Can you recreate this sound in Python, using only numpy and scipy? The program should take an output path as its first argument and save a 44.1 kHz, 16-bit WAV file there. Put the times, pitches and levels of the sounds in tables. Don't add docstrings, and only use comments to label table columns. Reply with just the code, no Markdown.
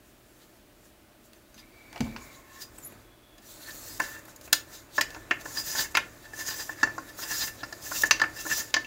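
import sys
import numpy as np
from scipy import signal
from scipy.fft import rfft, irfft
from scipy.io import wavfile
from scipy.ndimage import uniform_filter1d

SR = 44100
rng = np.random.default_rng(int(sys.argv[2]) if len(sys.argv) > 2 else 0)


def to_linear_factor(level_db):
    exponent = np.asarray(level_db, float) / 20
    return 10 ** exponent


def master_out(mix):
    frames = np.transpose(np.atleast_2d(mix))
    ceiling = np.clip(frames, -1, 1)
    pcm = np.round(ceiling * 32767).astype(np.int16)
    wavfile.write(sys.argv[1], SR, pcm)


N = 390726
PRE_SAMPLES = 256
MAIN_RING_HZ = 1600, 1900

# start_s, level_db (1-2.2 kHz peak), middle_db, bright_db, sharp_db, main_ring_db, upper_modes_db
KNOCKS = [(3.3809, -57, 3, 10, 10, -3, 3), (3.6137, -62, 6, 12, 3, -3, 0),
          (3.9963, -27, -19, -11, -12, 0, -4), (4.0002, -12, -18, -14.5, -16, -6, 2),
          (4.2538, -55, -4, 11, 16, -3, 4), (4.282, -41.5, -12, -16, -3, -18, 0),
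          (4.361, -55.5, -7, 14, 17, -3, 9), (4.412, -60, 9, 19, 19, -7, -3),
          (4.477, -44.5, 3, -9, 2, -12, 2), (4.5255, -38, -6, 2, -2, -4, 0),
          (4.529, -13.5, -2.5, 10, 7, -6, -3), (4.9807, -9.5, -21.5, -10.5, -34, -2, 3),
          (5.01, -19.5, 5.5, 1, -11, -13, -8), (5.0116, -23, -7, 7.5, 0.5, 2, 2),
          (5.105, -42.5, -4, 9, -2, -3, -4), (5.147, -38, 0, 3.5, -33, -9, -6),
          (5.162, -25.5, -52, -26, -31, -1, 15), (5.31, -12.5, 4, -12, -28, 0, 4),
          (5.392, -49, 2, -8, -14, -3, 0), (5.456, -26, -17, -12, -24, -1, 0),
          (5.7515, -24, -15, -19, -17, -5, -4), (5.945, -31, -4, -7, -14, -6, 0),
          (5.951, -14.5, -0.5, -2, -18, -16, 2), (5.971, -11, 3, -3, -10.5, -9, -1),
          (5.984, -26, -5, -14, -22, -4, -5), (6.3343, -33.5, -15, -16, -17, 3, -6),
          (6.3902, -35, -23, -5, -11, 11, -3), (6.509, -32, -7, 7, -17, -3, -2),
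          (6.693, -21, -28, -39, -25, 0.5, 0), (6.8305, -5.5, -24, -9, -26, 0, 4.5),
          (6.873, -25.5, -24, -18, -30, -6, 0), (6.98, -21, -38, -15, -28, -19, 12),
          (7.1886, -33, -22, -15, -15, -12, 0), (7.6322, -21, -21, -8, -45, -5, 11),
          (7.7254, -27.5, -21, -3, -14, 1, 6), (7.912, -30.5, -20, -16, -20, -10, 0),
          (7.9163, -21, -31, -16, -19, -15, 10), (8.0348, -8, -22, -15, -18, 6, 2.5),
          (8.11, -9.5, 2.5, 6.5, -8, -1, 3.5), (8.1187, -34, 7, 3, -20, 0, 21),
          (8.198, -22, -6, 1, -23, -8, -3), (8.2161, -8.5, -18, -8.5, -27, -0.5, -5),
          (8.2382, -18, -5, -16, -30, -8, 0), (8.4505, -28.5, -41, -17, -14, -13, 8),
          (8.4633, -18.5, -41, -19, -19, -3, 19), (8.741, -15, 1, 7, -14, -9.5, 0.5),
          (8.7656, -13, -19, -6, -28, 1.5, -8), (8.8468, -43, 17, 5, -20, -1, 6)]
# start_s, level_db (as above), dull_db, middle_db, bright_db, sharp_db
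TAPS = [(1.333, -54.5, -11, 5, 9.5, 7), (1.5435, -53, -4, -2, 7, 6), (1.5786, -53, -3, 6, 10, -10),
        (1.928, -43, 2, 2, 1, -3), (1.9601, -41, -2, 8, 4, -18), (1.9776, -44, 2, 7, 4, -4),
        (2.0062, -30, 4.5, 1, 7.5, -5), (2.163, -30, -10, -2, -0.5, -42), (2.785, -47.5, 1, 1, -6, 10),
        (2.923, -52, 11, 4, -12, 8)]
BAND_EDGES_HZ = [200, 1000, 2200, 3400, 8000, 15000]
# freq_hz, gain_db
HOLLOW = [(450, -1.6), (900, 0.5), (1150, -0.5), (2850, -0.6), (3250, -2), (3600, -2.4), (4600, 2),
          (4950, 1.5), (5300, -3.4), (5800, -1), (6600, -1)]
# freq_hz, size_db before the blow's offsets, t60_s before stretch
MODE_HZ, MODE_DB, MODE_T60_S = [312, 600, 780, 920, 1060, 1395, 1538, 1650, 1720, 1757, 1796, 1980, 2138,
                                2437, 2590, 2712, 3020, 3690, 3930, 4175, 4320, 4507, 4620, 4890, 5015,
                                5075, 5460, 5889, 6220, 6810, 7105, 7500], [-13.5, -19, -25, -5, -3.5, -1.5, -2, 2, -7.5, 12.5,
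                                                     4.5, -2, -6.5, -14, -4.5, -0.5, -17, -6.5, -4.5, -8,
                                                     -33, -9.5, -18, -1.5, -2, -2, 1, 9.5, 1.5, 9.5, -3, 5], [0.53, 0.32, 0.044, 0.087, 0.12,
                                                                          0.15, 0.11, 0.032, 0.13, 0.16,
                                                                          0.18, 0.037, 0.15, 0.085, 0.059,
                                                                          0.14, 0.37, 0.068, 0.087, 0.07,
                                                                          0.067, 0.19, 0.1, 0.14, 0.045,
                                                                          0.069, 0.13, 0.033, 0.14, 0.076,
                                                                          0.14, 0.069]
# freq_hz, size_db, t60_s before stretch
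BENCH = [(40.2, 2, 0.29), (69.7, -3.5, 0.34), (104, 1.5, 0.217), (143, 7.5, 0.11), (227, 10.5, 0.23),
         (244.4, 7.5, 0.31), (281, -2.5, 0.23), (333, -6, 0.12), (390, 3, 0.063), (483, 2, 0.074),
         (663, -12, 0.044), (880, 2.5, 0.042)]
# time_s, hiss_db, tube_db, wall_db, rail_db
STROKES = [
    [(3.41, -71, -66, -80, -77), (3.424, -62, -59, -77, -61), (3.508, -50, -70, -72, -51),
     (3.6, -57, -68, -72, -59), (3.622, -51, -57, -69, -51), (3.666, -53, -55, -58, -53),
     (3.69, -51, -39, -64, -60), (3.71, -60, -42, -67, -41), (3.73, -60, -59, -67, -67),
     (3.764, -55, -68, -73, -62), (3.822, -51, -66, -71, -66), (3.864, -49.5, -57, -63, -64),
     (3.886, -46.5, -60, -53, -62), (3.918, -50, -60, -52, -60), (3.976, -49, -62, -56, -55),
     (3.98, -41, -52, -63, -62)],
    [(4.016, -45, -40, -53, -38), (4.036, -47.5, -37, -48, -51), (4.096, -51, -47, -63, -56),
     (4.15, -50.5, -45, -71, -58), (4.176, -61, -46, -57, -63), (4.192, -53, -50, -69, -67),
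     (4.216, -77, -64, -76, -64), (4.24, -66, -68, -76, -74)],
    [(5.39, -65, -62, -71, -63), (5.412, -50, -42, -61, -47), (5.434, -62, -67, -72, -68),
     (5.456, -50.5, -51, -59, -65), (5.538, -47, -54, -60, -62), (5.572, -42, -38, -35.5, -48),
     (5.6, -42, -45, -37, -58), (5.634, -48.5, -65, -55, -66), (5.672, -39, -47, -45, -48),
     (5.72, -41, -45, -37, -48), (5.746, -42.5, -42, -47, -54), (5.792, -36, -26.5, -30, -29.5),
     (5.818, -36, -47, -38, -34), (5.846, -44, -36, -48, -56), (5.892, -67, -63, -68, -64),
     (5.925, -50, -51, -63, -67)],
    [(6.33, -59, -54, -63, -74), (6.374, -47.5, -51, -63, -59), (6.408, -43.5, -32, -40, -46),
     (6.446, -49, -47, -49, -59), (6.482, -38, -32, -40, -45), (6.496, -40.5, -42, -47, -52),
     (6.518, -45, -36, -43, -38), (6.554, -47, -46, -47, -58), (6.576, -44, -59, -47, -58),
     (6.604, -43.5, -36, -34, -48), (6.624, -45, -38, -48, -54), (6.662, -49.5, -73, -61, -67),
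     (6.696, -52.5, -51, -56, -70), (6.732, -54, -46, -63, -68), (6.758, -80, -58, -73, -74),
     (6.79, -61, -43, -62, -64)],
    [(7.13, -69, -58, -56, -73), (7.15, -64, -71, -63, -65), (7.188, -43.5, -57, -55, -53),
     (7.236, -41.5, -38, -34, -41), (7.26, -47, -42, -53, -60), (7.286, -43, -43, -48, -51),
     (7.318, -39, -30, -39, -45), (7.344, -40, -41, -37, -43), (7.368, -38.5, -42, -35.5, -43),
     (7.4, -38, -45, -40, -36), (7.418, -39, -39, -29, -30), (7.44, -38, -31.5, -35.5, -37),
     (7.462, -39.5, -75, -60, -61), (7.48, -41.5, -24.5, -51, -45), (7.526, -60, -83, -67, -69),
     (7.56, -55, -65, -65, -65)],
    [(7.78, -55, -57, -69, -70), (7.798, -74, -70, -63, -70), (7.826, -48, -57, -47, -54),
     (7.868, -43, -45, -53, -57), (7.892, -45, -69, -56, -63), (7.906, -44, -57, -59, -55),
     (7.924, -43, -45, -49, -51), (7.97, -37, -46, -35, -36.5), (7.984, -36, -54, -43, -45),
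     (8.012, -38.5, -68, -50, -50), (8.02, -33, -55, -52, -54), (8.026, -33, -48, -49, -54)],
    [(8.056, -40, -40, -44, -53), (8.074, -43, -62, -50, -55), (8.09, -60, -54, -58, -63)],
    [(8.31, -77, -47, -74, -72), (8.338, -57, -60, -61, -61), (8.372, -48, -50, -42, -58),
     (8.388, -50, -44, -54, -42), (8.41, -43.5, -47, -49, -56), (8.436, -49, -69, -57, -61),
     (8.46, -45, -60, -51, -61), (8.484, -41.5, -56, -48, -53), (8.506, -41, -28, -43, -40),
     (8.528, -37.5, -30.5, -34, -44), (8.546, -41, -50, -36, -38), (8.564, -38, -52, -40, -42),
     (8.588, -37.5, -38, -37, -44), (8.604, -39.5, -35, -47, -53), (8.668, -55.5, -61, -63, -65),
     (8.71, -55, -63, -61, -58)],
]
BEARING_DB = [-3, -1, 0.5, 0.5, -2, 0, 1.5, 1]
# peak_s, length_s, hiss_db, rail_db, tube_db
BRUSHES = [(0.082, .15, -65.5, -88, -84), (0.392, 0.83, -66, -84, -71), (0.423, 0.063, -64, -57, -64),
           (.556, .1, -68, -76, -83), (.855, .16, -61.5, -82, -69), (1.255, 0.076, -60, -78, -90),
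           (1.36, .12, -66, -78, -72), (1.504, .05, -66, -86, -90), (1.592, 0.082, -58.5, -54, -58),
           (1.8, 0.95, -70, -65, -72), (2.052, 0.26, -58.5, -53, -60), (2.237, 0.28, -57, -62, -63),
           (2.35, 0.18, -60, -58.5, -58), (2.556, 0.17, -57, -60, -50), (2.621, 0.061, -44, -57, -48.5),
           (2.77, 0.15, -58, -66, -74), (2.835, 0.18, -59, -73, -72), (2.92, 0.23, -66, -61, -69),
           (3.012, 0.11, -66, -71, -73), (4.3, 0.08, -55, -68, -57), (4.454, 0.082, -51.5, -67, -70),
           (4.747, 0.17, -50, -54.5, -50.5), (4.971, 0.09, -44.5, -38.5, -59), (5.139, 0.34, -58, -60, -53),
           (6.255, 0.048, -62, -54, -45.5), (6.81, 0.081, -55.5, -53, -40.5), (7.092, 0.066, -54, -57, -50),
           (7.61, 0.098, -63, -50, -51), (8.17, .06, -66, -53, -56), (8.81, 0.053, -60, -52, -52)]
# time_s, hiss_db, tube_db, rustle_db
GRIP = [(0, -79, -86, -64.5), (.7, -82, -93, -64.5), (1.45, -80, -84, -64.5), (1.9, -69, -72, -60),
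        (2.2, -65, -72, -53.5), (2.5, -68, -74, -61), (2.8, -69, -74, -58), (2.92, -68, -74, -56),
        (3.15, -78, -82, -63), (3.4, -71, -70, -61.5), (3.75, -48, -74, -53.5), (4.35, -65.5, -64, -57),
        (4.85, -72, -76, -58), (5.5, -59, -62, -52.5), (6.198, -60.5, -62, -57), (6.499, -58, -67, -54.5),
        (7.2, -58, -64, -54.5), (7.9, -56.5, -61, -53), (8.86, -61.5, -57, -55.5)]
# level_db at hiss = tube = -40 dB, hiss_slope in dB/dB, tube_slope in dB/dB
SCRUB_LAW, WALL_LAW = (-41, 1.15, 0.14), (-33, 1.2, 0.93)
RAIL_LAW, FIZZ_LAW = (-42, 0.77, 0.33), (-39, 1.3, 0.05)
# rel_knock_db, t60_s
SETTLE_RING, SETTLE_RUSTLE = (-41.5, 0.89), (-40, 0.91)
SETTLE_CLATTER = (-31.5, 0.21)
# freq_hz, density_db per Hz
HISS, SCRUB = [(4120, -79), (7000, -3.5), (9250, -10), (10400, -8.5), (11700, -8), (14200, -8.5),
               (15600, -8)], [(1000, -15.5), (2200, -18), (3500, -9.5), (5000, -6.5), (6500, 0.5),
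                             (7600, -7.5), (8400, -28), (10000, -25)]
FIZZ, RUSTLE = [(7000, -60), (10000, -18), (12500, -9), (14500, 0), (15700, -2)], [(76, -8.5), (130, -2), (171, -9.5), (317, 3.5), (381, -5), (585, -2.5),
                              (779, -8.5), (1290, -7.5), (1380, -9.5), (1500, -8), (1950, -12), (2600, -15),
                              (3300, -60)]
# time_s, freq_hz, level_db
RASP = [(3.45, 4360, -63), (3.514, 4230, -62), (3.606, 4260, -61), (3.632, 4190, -48), (3.652, 4260, -60),
        (3.672, 4320, -46), (3.724, 4290, -72), (3.744, 4270, -55), (3.85, 4280, -53), (3.94, 4370, -53),
        (3.985, 4430, -57)]
# start_s, peak_db
THUDS = [(1.558, -49), (2.004, -18), (2.043, -36), (2.067, -30.5), (2.089, -33), (2.147, -36), (2.9, -49),
         (2.951, -47.5)]
# freq_hz per tone;
# width_hz per tone; a table per tone of time_s, level_db
SINGING_HZ, SINGING_WIDTH_HZ = [2297, 1073, 6820, 3390, 12700, 6280, 4900, 4880, 2150], [36, 25, 70, 70, 400, 90, 120, 110, 80]
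SINGING = [
    [(1.55, -74), (1.66, -65), (1.8, -60), (2.066, -50), (2.156, -56), (2.3, -54), (2.4, -77)],
    [(2.15, -68), (2.22, -53), (2.28, -65), (2.34, -59), (2.44, -67), (2.53, -52), (2.62, -65), (2.75, -62)],
    [(2.19, -62), (2.224, -52), (2.278, -75), (2.37, -58), (2.42, -76)],
    [(3.0, -81), (3.058, -66), (3.198, -68), (3.41, -65)],
    [(2.8, -67), (2.848, -47), (2.872, -53), (2.89, -66)],
    [(1.54, -62), (1.548, -52), (1.57, -74)],
    [(1.545, -68), (1.575, -66), (1.6, -52), (1.62, -76)],
    [(2.6, -62), (2.62, -44), (2.66, -57)],
    [(1.54, -61), (1.6, -55), (1.7, -70), (1.96, -62), (2.1, -62), (2.3, -61), (2.4, -60), (2.5, -66),
     (2.65, -60)],
]
# time_s, level_db
CHATTER = [
    [(1.94, -58), (1.948, -46), (1.955, -53), (1.962, -40), (1.972, -39), (1.99, -58), (2.0, -62)],
    [(2.008, -44), (2.03, -54), (2.05, -45), (2.062, -44), (2.075, -43), (2.09, -60), (2.14, -58),
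     (2.2, -68)],
]
# time_s, freq_hz,
# level_db
SQUEAKS = [
    [(2.844, 10750, -52), (2.85, 10850, -45), (2.873, 11500, -43), (2.879, 11600, -52)],
    [(2.815, 7350, -62), (2.832, 7200, -58), (2.842, 6950, -50), (2.855, 6800, -62)],
    [(2.868, 13300, -60), (2.878, 13500, -53), (2.888, 13600, -62)],
    [(2.781, 7900, -56), (2.785, 7950, -46), (2.791, 8000, -60)],
]
# freq_hz, density_db per Hz
ROOM = [(12, -18), (20, 5.5), (47, 0.5), (66, -6.5), (126, -40), (186, -6.5), (316, -5), (394, -9.5),
        (599, -22), (651, -10.5), (962, -22), (1540, -22), (3010, -20), (7350, -26.5), (15600, -25)]
# freq_hz, rms_db
HUM = [(120, -72.5), (360, -78), (600, -72)]


def slide():
    levels_db = controls()
    hiss, fizz, scrub, wall, rail, tube, rustle = to_linear_factor(levels_db)
    grip = flutter(0.44, 250) * slips()
    cloth = cloth_noise(hiss, fizz, scrub)
    metal = bore_ring(grip, scrub, wall, rail, tube)
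    load = to_linear_factor(uniform_filter1d(levels_db[-1], SR // 3) - 4)
    bench = rubbed(BENCH[:3], load, 0.96, 0.62)
    low_rustle = to_linear_factor(1.0) * rustle * coloured(rng.standard_normal(N), RUSTLE)
    return patchy(grip * cloth, 1.8) + metal + bench + low_rustle


def cloth_noise(hiss, fizz, scrub):
    noise = rng.standard_normal((3, N))
    sound = hiss * coloured(noise[0], HISS)
    sound += fizz * coloured(noise[1], FIZZ)
    return sound + to_linear_factor(2.0) * scrub * coloured(noise[2], SCRUB)


def bore_ring(grip, scrub, wall, rail, tube):
    lo_hz, hi_hz = MAIN_RING_HZ
    shake = flutter(2.6, 500) * slips()
    metal = rubbed(between(4700, 5200), to_linear_factor(-4.0) * wall * grip, 0.61, 3.8)
    metal += rubbed(between(3400, 4700), to_linear_factor(-7.5) * rail * grip, 0.12, 3.3)
    metal += rubbed(between(5200, 8000), to_linear_factor(-2.5) * scrub * grip, 0.35, 5.6)
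    metal += rubbed(between(lo_hz, hi_hz), to_linear_factor(-5.5) * tube * shake, 0.42, 4)
    others = between(0, lo_hz) + between(hi_hz, 3400)
    return metal + rubbed(others, to_linear_factor(-7.5) * np.sqrt(tube * scrub) * shake, 0.41, 4.6)


def controls():
    t = np.arange(0, N / SR + .002, .001)
    s, *rest_db = np.transpose(GRIP)
    hiss, tube, rustle = to_linear_factor([2 * np.interp(t, s, db) for db in rest_db])
    rail, bearing_db = np.zeros((2, len(t)))
    for s, length_s, hiss_db, rail_db, tube_db in BRUSHES:
        shape = to_linear_factor(2 * -14.5 * abs(2 * (t - s) / length_s) ** 1.12)
        hiss = hiss + shape * to_linear_factor(2 * hiss_db)
        rail = rail + shape * to_linear_factor(2 * rail_db)
        tube = tube + shape * to_linear_factor(2 * tube_db)
    for s, db, *_ in KNOCKS:
        since_s = np.where(t > s, t - s, 99)
        tube = tube + settling(db, since_s, SETTLE_RING)
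        rustle = rustle + settling(db, since_s, SETTLE_RUSTLE) + settling(db, since_s, SETTLE_CLATTER)
    wall = to_linear_factor(2 * follow(WALL_LAW, hiss, tube))
    rail = rail + to_linear_factor(2 * follow(RAIL_LAW, hiss, tube))
    for rows, extra_db in zip(STROKES, BEARING_DB):
        s, *columns_db = np.transpose(rows)
        stroke = [to_linear_factor(2 * np.interp(t, s, db, -150, -150)) for db in columns_db]
        hiss, tube, wall, rail = (p + q for p, q in zip((hiss, tube, wall, rail), stroke))
        bearing_db = bearing_db + extra_db * ((t > s[0]) & (t < s[-1]))
    hiss_db, wall_db, rail_db, tube_db, rustle_db = 10 * np.log10([hiss, wall, rail, tube, rustle])
    fizz_db = follow(FIZZ_LAW, hiss, tube)
    scrub_db = follow(SCRUB_LAW, hiss, tube) + bearing_db
    levels_db = hiss_db, fizz_db, scrub_db, wall_db, rail_db, tube_db, rustle_db
    return [np.interp(np.arange(N) / SR, t, db) for db in levels_db]


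def settling(knock_db, since_s, law):
    rel_db, t60_s = law
    return to_linear_factor(2 * (knock_db + rel_db - 60 * since_s / t60_s))


def follow(law, hiss, tube):
    return law[0] + law[1] * (10 * np.log10(hiss) + 40) + law[2] * (10 * np.log10(tube) + 40)


def flutter(db, samples):
    knots = rng.standard_normal(N // 100 + 2)
    return to_linear_factor(db * np.interp(np.arange(N) / samples, np.arange(len(knots)), knots))


def slips():
    rate_per_s, spread_db, decay_s = 200, 1, 0.0003
    size = to_linear_factor(spread_db * np.minimum(rng.exponential(1, N), 2.8))
    catches = size * (rng.random(N) < rate_per_s / SR)
    return evened(1 + 0.5 * signal.lfilter([1], [1, -np.exp(-1 / (decay_s * SR))], catches))


def rubbed(modes, level, stretch, wander_db):
    t = np.arange(SR // 4) / SR
    out, power = np.zeros(N), 0
    push = level * rng.standard_normal(N)
    for mode in modes:
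        ring = ringing([mode], t, 0, stretch)
        out += signal.oaconvolve(push * flutter(wander_db, 1500), ring)[:N]
        power += (ring ** 2).sum()
    return out / np.sqrt(power)


def patchy(x, db):
    z = signal.stft(x, nperseg=256)[2]
    patches = uniform_filter1d(rng.standard_normal(z.shape), 4, 0)
    patches = evened(uniform_filter1d(patches, 12, 1))
    return signal.istft(z * to_linear_factor(db * patches), nperseg=256)[1][:N]


def between(lo_hz, hi_hz):
    return [mode for mode in zip(MODE_HZ, MODE_DB, MODE_T60_S) if lo_hz < mode[0] <= hi_hz]


def ringing(modes, t, spread_db, stretch, detune=0.0018):
    hz, db, t60_s = np.array(modes).T[:, :, None]
    luck = rng.standard_normal((2, len(modes), 1))
    turns = hz * (1 + detune * luck[1]) * t
    envelope = to_linear_factor(db + spread_db * luck[0] - 60 * t / (t60_s * stretch))
    return (envelope * np.sin(2 * np.pi * turns)).sum(0)


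def knock(db, dull_db, mid_db, bright_db, sharp_db, main_db, upper_db, ring_db, haze_t60_s):
    t = np.arange(2 ** 14 - PRE_SAMPLES) / SR
    noise = rng.standard_normal((2, len(t)))
    crack = to_linear_factor(19) * noise[0] * to_linear_factor(-60 * t / 0.023)
    crack[:2] += to_linear_factor(29.5 + 0.1 * mid_db) * np.array([1, -.4])
    haze = to_linear_factor(13.0) * signal.lfilter([.45], [1, -.55], noise[1]) * to_linear_factor(-60 * t / haze_t60_s)
    lo_hz, hi_hz = MAIN_RING_HZ
    modes = [(f, size_db + main_db * (lo_hz < f <= hi_hz) + upper_db * (f > hi_hz), t60_s)
             for f, size_db, t60_s in between(0, SR)]
    ring = sum(ringing(modes, t, 4, stretch, 0.0062) for stretch in (.28, .44))
    ring *= to_linear_factor(ring_db - 0.19 * (mid_db + 12.0)) * (1 - np.exp(-t / 0.0034))
    return blow_colour(ring + crack + haze, db + np.array([dull_db, 0, mid_db, bright_db, sharp_db]))


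def blow_colour(x, bands_db):
    spectrum = rfft(np.r_[np.zeros(PRE_SAMPLES), x])
    hz = np.fft.rfftfreq(len(x) + PRE_SAMPLES, 1 / SR)
    lo, hi = BAND_EDGES_HZ[:-1], BAND_EDGES_HZ[1:]
    peaks = [abs(irfft(spectrum * ((hz > a) & (hz < b)))).max() for a, b in zip(lo, hi)]
    gains_db = bands_db - 20 * np.log10(peaks)
    low = [(40, gains_db[0] - 70), (80, gains_db[0] - 31), (240, gains_db[0] - 3.5)]
    plateaus = [(f, g) for a, b, g in zip(lo, hi, gains_db) for f in (a * 1.217, b / 1.377)]
    return irfft(spectrum * to_linear_factor(read(low + plateaus[1:], hz) + read(HOLLOW, hz)))


def rod_knock(db, *blow):
    dull_db = -13 - 0.36 * (db + 11.0)
    return knock(db, dull_db, *blow, ring_db=4.0, haze_t60_s=0.056)


def held_tap(*blow):
    return knock(*blow, main_db=-3, upper_db=3, ring_db=-31, haze_t60_s=0.082)


def thud(db):
    t = np.arange(SR // 2) / SR
    sound = np.convolve(ringing(BENCH, t, 1.1, 0.75), np.hanning(40))[:len(t)]
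    sound *= 1 - np.exp(-t / 0.0053)
    return to_linear_factor(db) * sound / abs(sound).max()


def rasp():
    return tone(RASP, 140, steady=0)


def singing(hz, width_hz, rows):
    return tone([(s, hz, db) for s, db in rows], width_hz, steady=.3)


def chatter(rows):
    return tone([(s, 767, db) for s, db in rows], 300, steady=0)


def squeak(rows):
    return tone(rows, 100, steady=1.5)


def tone(rows, width_hz, steady):
    s, hz, db = np.transpose(rows)
    t = np.arange(s[0], s[-1], 1 / SR)
    a, b = rng.standard_normal((2, len(t) + SR // 4))
    r = np.exp(-np.pi * width_hz / SR)
    fuzz = signal.lfilter([np.sqrt((1 - r ** 2) / 2)], [1, -r], a + 1j * b)[SR // 4:]
    turn = np.exp(2j * np.pi * np.cumsum(np.interp(t, s, hz)) / SR)
    level = to_linear_factor(np.interp(t, s, db)) * signal.windows.tukey(len(t), .2)
    return s[0], level * (turn * (steady + fuzz)).real


def walls(x):
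    hz, t, z = signal.stft(rng.standard_normal(SR // 2), SR, nperseg=256)
    t60_s = read([(200, 0.1), (2000, 0.23), (12000, 0.2)], hz)[:, None]
    decaying = signal.istft(z * to_linear_factor(-60 * t / t60_s), SR, nperseg=256)[1]
    tail = np.r_[np.zeros(150), decaying]
    return signal.oaconvolve(x, tail / np.linalg.norm(tail))[:N]


def air():
    t = np.arange(N) / SR
    hum = sum(np.sqrt(2) * to_linear_factor(db) * np.sin(2 * np.pi * (hz * t + rng.random())) for hz, db in HUM)
    return to_linear_factor(-58.5) * coloured(rng.standard_normal(N), ROOM) + hum


def evened(x):
    return x / np.sqrt(np.mean(x ** 2) + 1e-20)


def read(points, hz):
    f, value = np.transpose(points)
    return np.interp(np.log(hz + 1), np.log(f + 1), value)


def coloured(x, points):
    gain = to_linear_factor(read(points, np.fft.rfftfreq(len(x), 1 / SR)))
    return evened(irfft(rfft(x) * gain, len(x)))


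def add(mix, s, sound):
    part = mix[round(s * SR):][:len(sound)]
    part += sound[:len(part)]


def scene():
    mix = slide()
    for s, *blow in KNOCKS:
        add(mix, s - PRE_SAMPLES / SR, rod_knock(*blow))
    for s, *blow in TAPS:
        add(mix, s - PRE_SAMPLES / SR, held_tap(*blow))
    for s, db in THUDS:
        add(mix, s, thud(db))
    add(mix, *rasp())
    for hz, width_hz, rows in zip(SINGING_HZ, SINGING_WIDTH_HZ, SINGING):
        add(mix, *singing(hz, width_hz, rows))
    for rows in CHATTER:
        add(mix, *chatter(rows))
    for rows in SQUEAKS:
        add(mix, *squeak(rows))
    return (mix + to_linear_factor(-10.5) * walls(mix) + air())[None]


def top_cut(x):
    return signal.sosfilt(signal.butter(12, 17020, fs=SR, output="sos"), x)


def record(dry):
    bass_cut = signal.butter(4, 36, "high", fs=SR, output="sos")
    x = signal.sosfilt(bass_cut, dry)
    treble_edge = signal.firwin(511, 15800, window=("kaiser", 9), fs=SR)
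    finished = signal.oaconvolve(x, treble_edge[None], "same")
    return top_cut(finished)


dry = scene()
out = record(dry)
master_out(out)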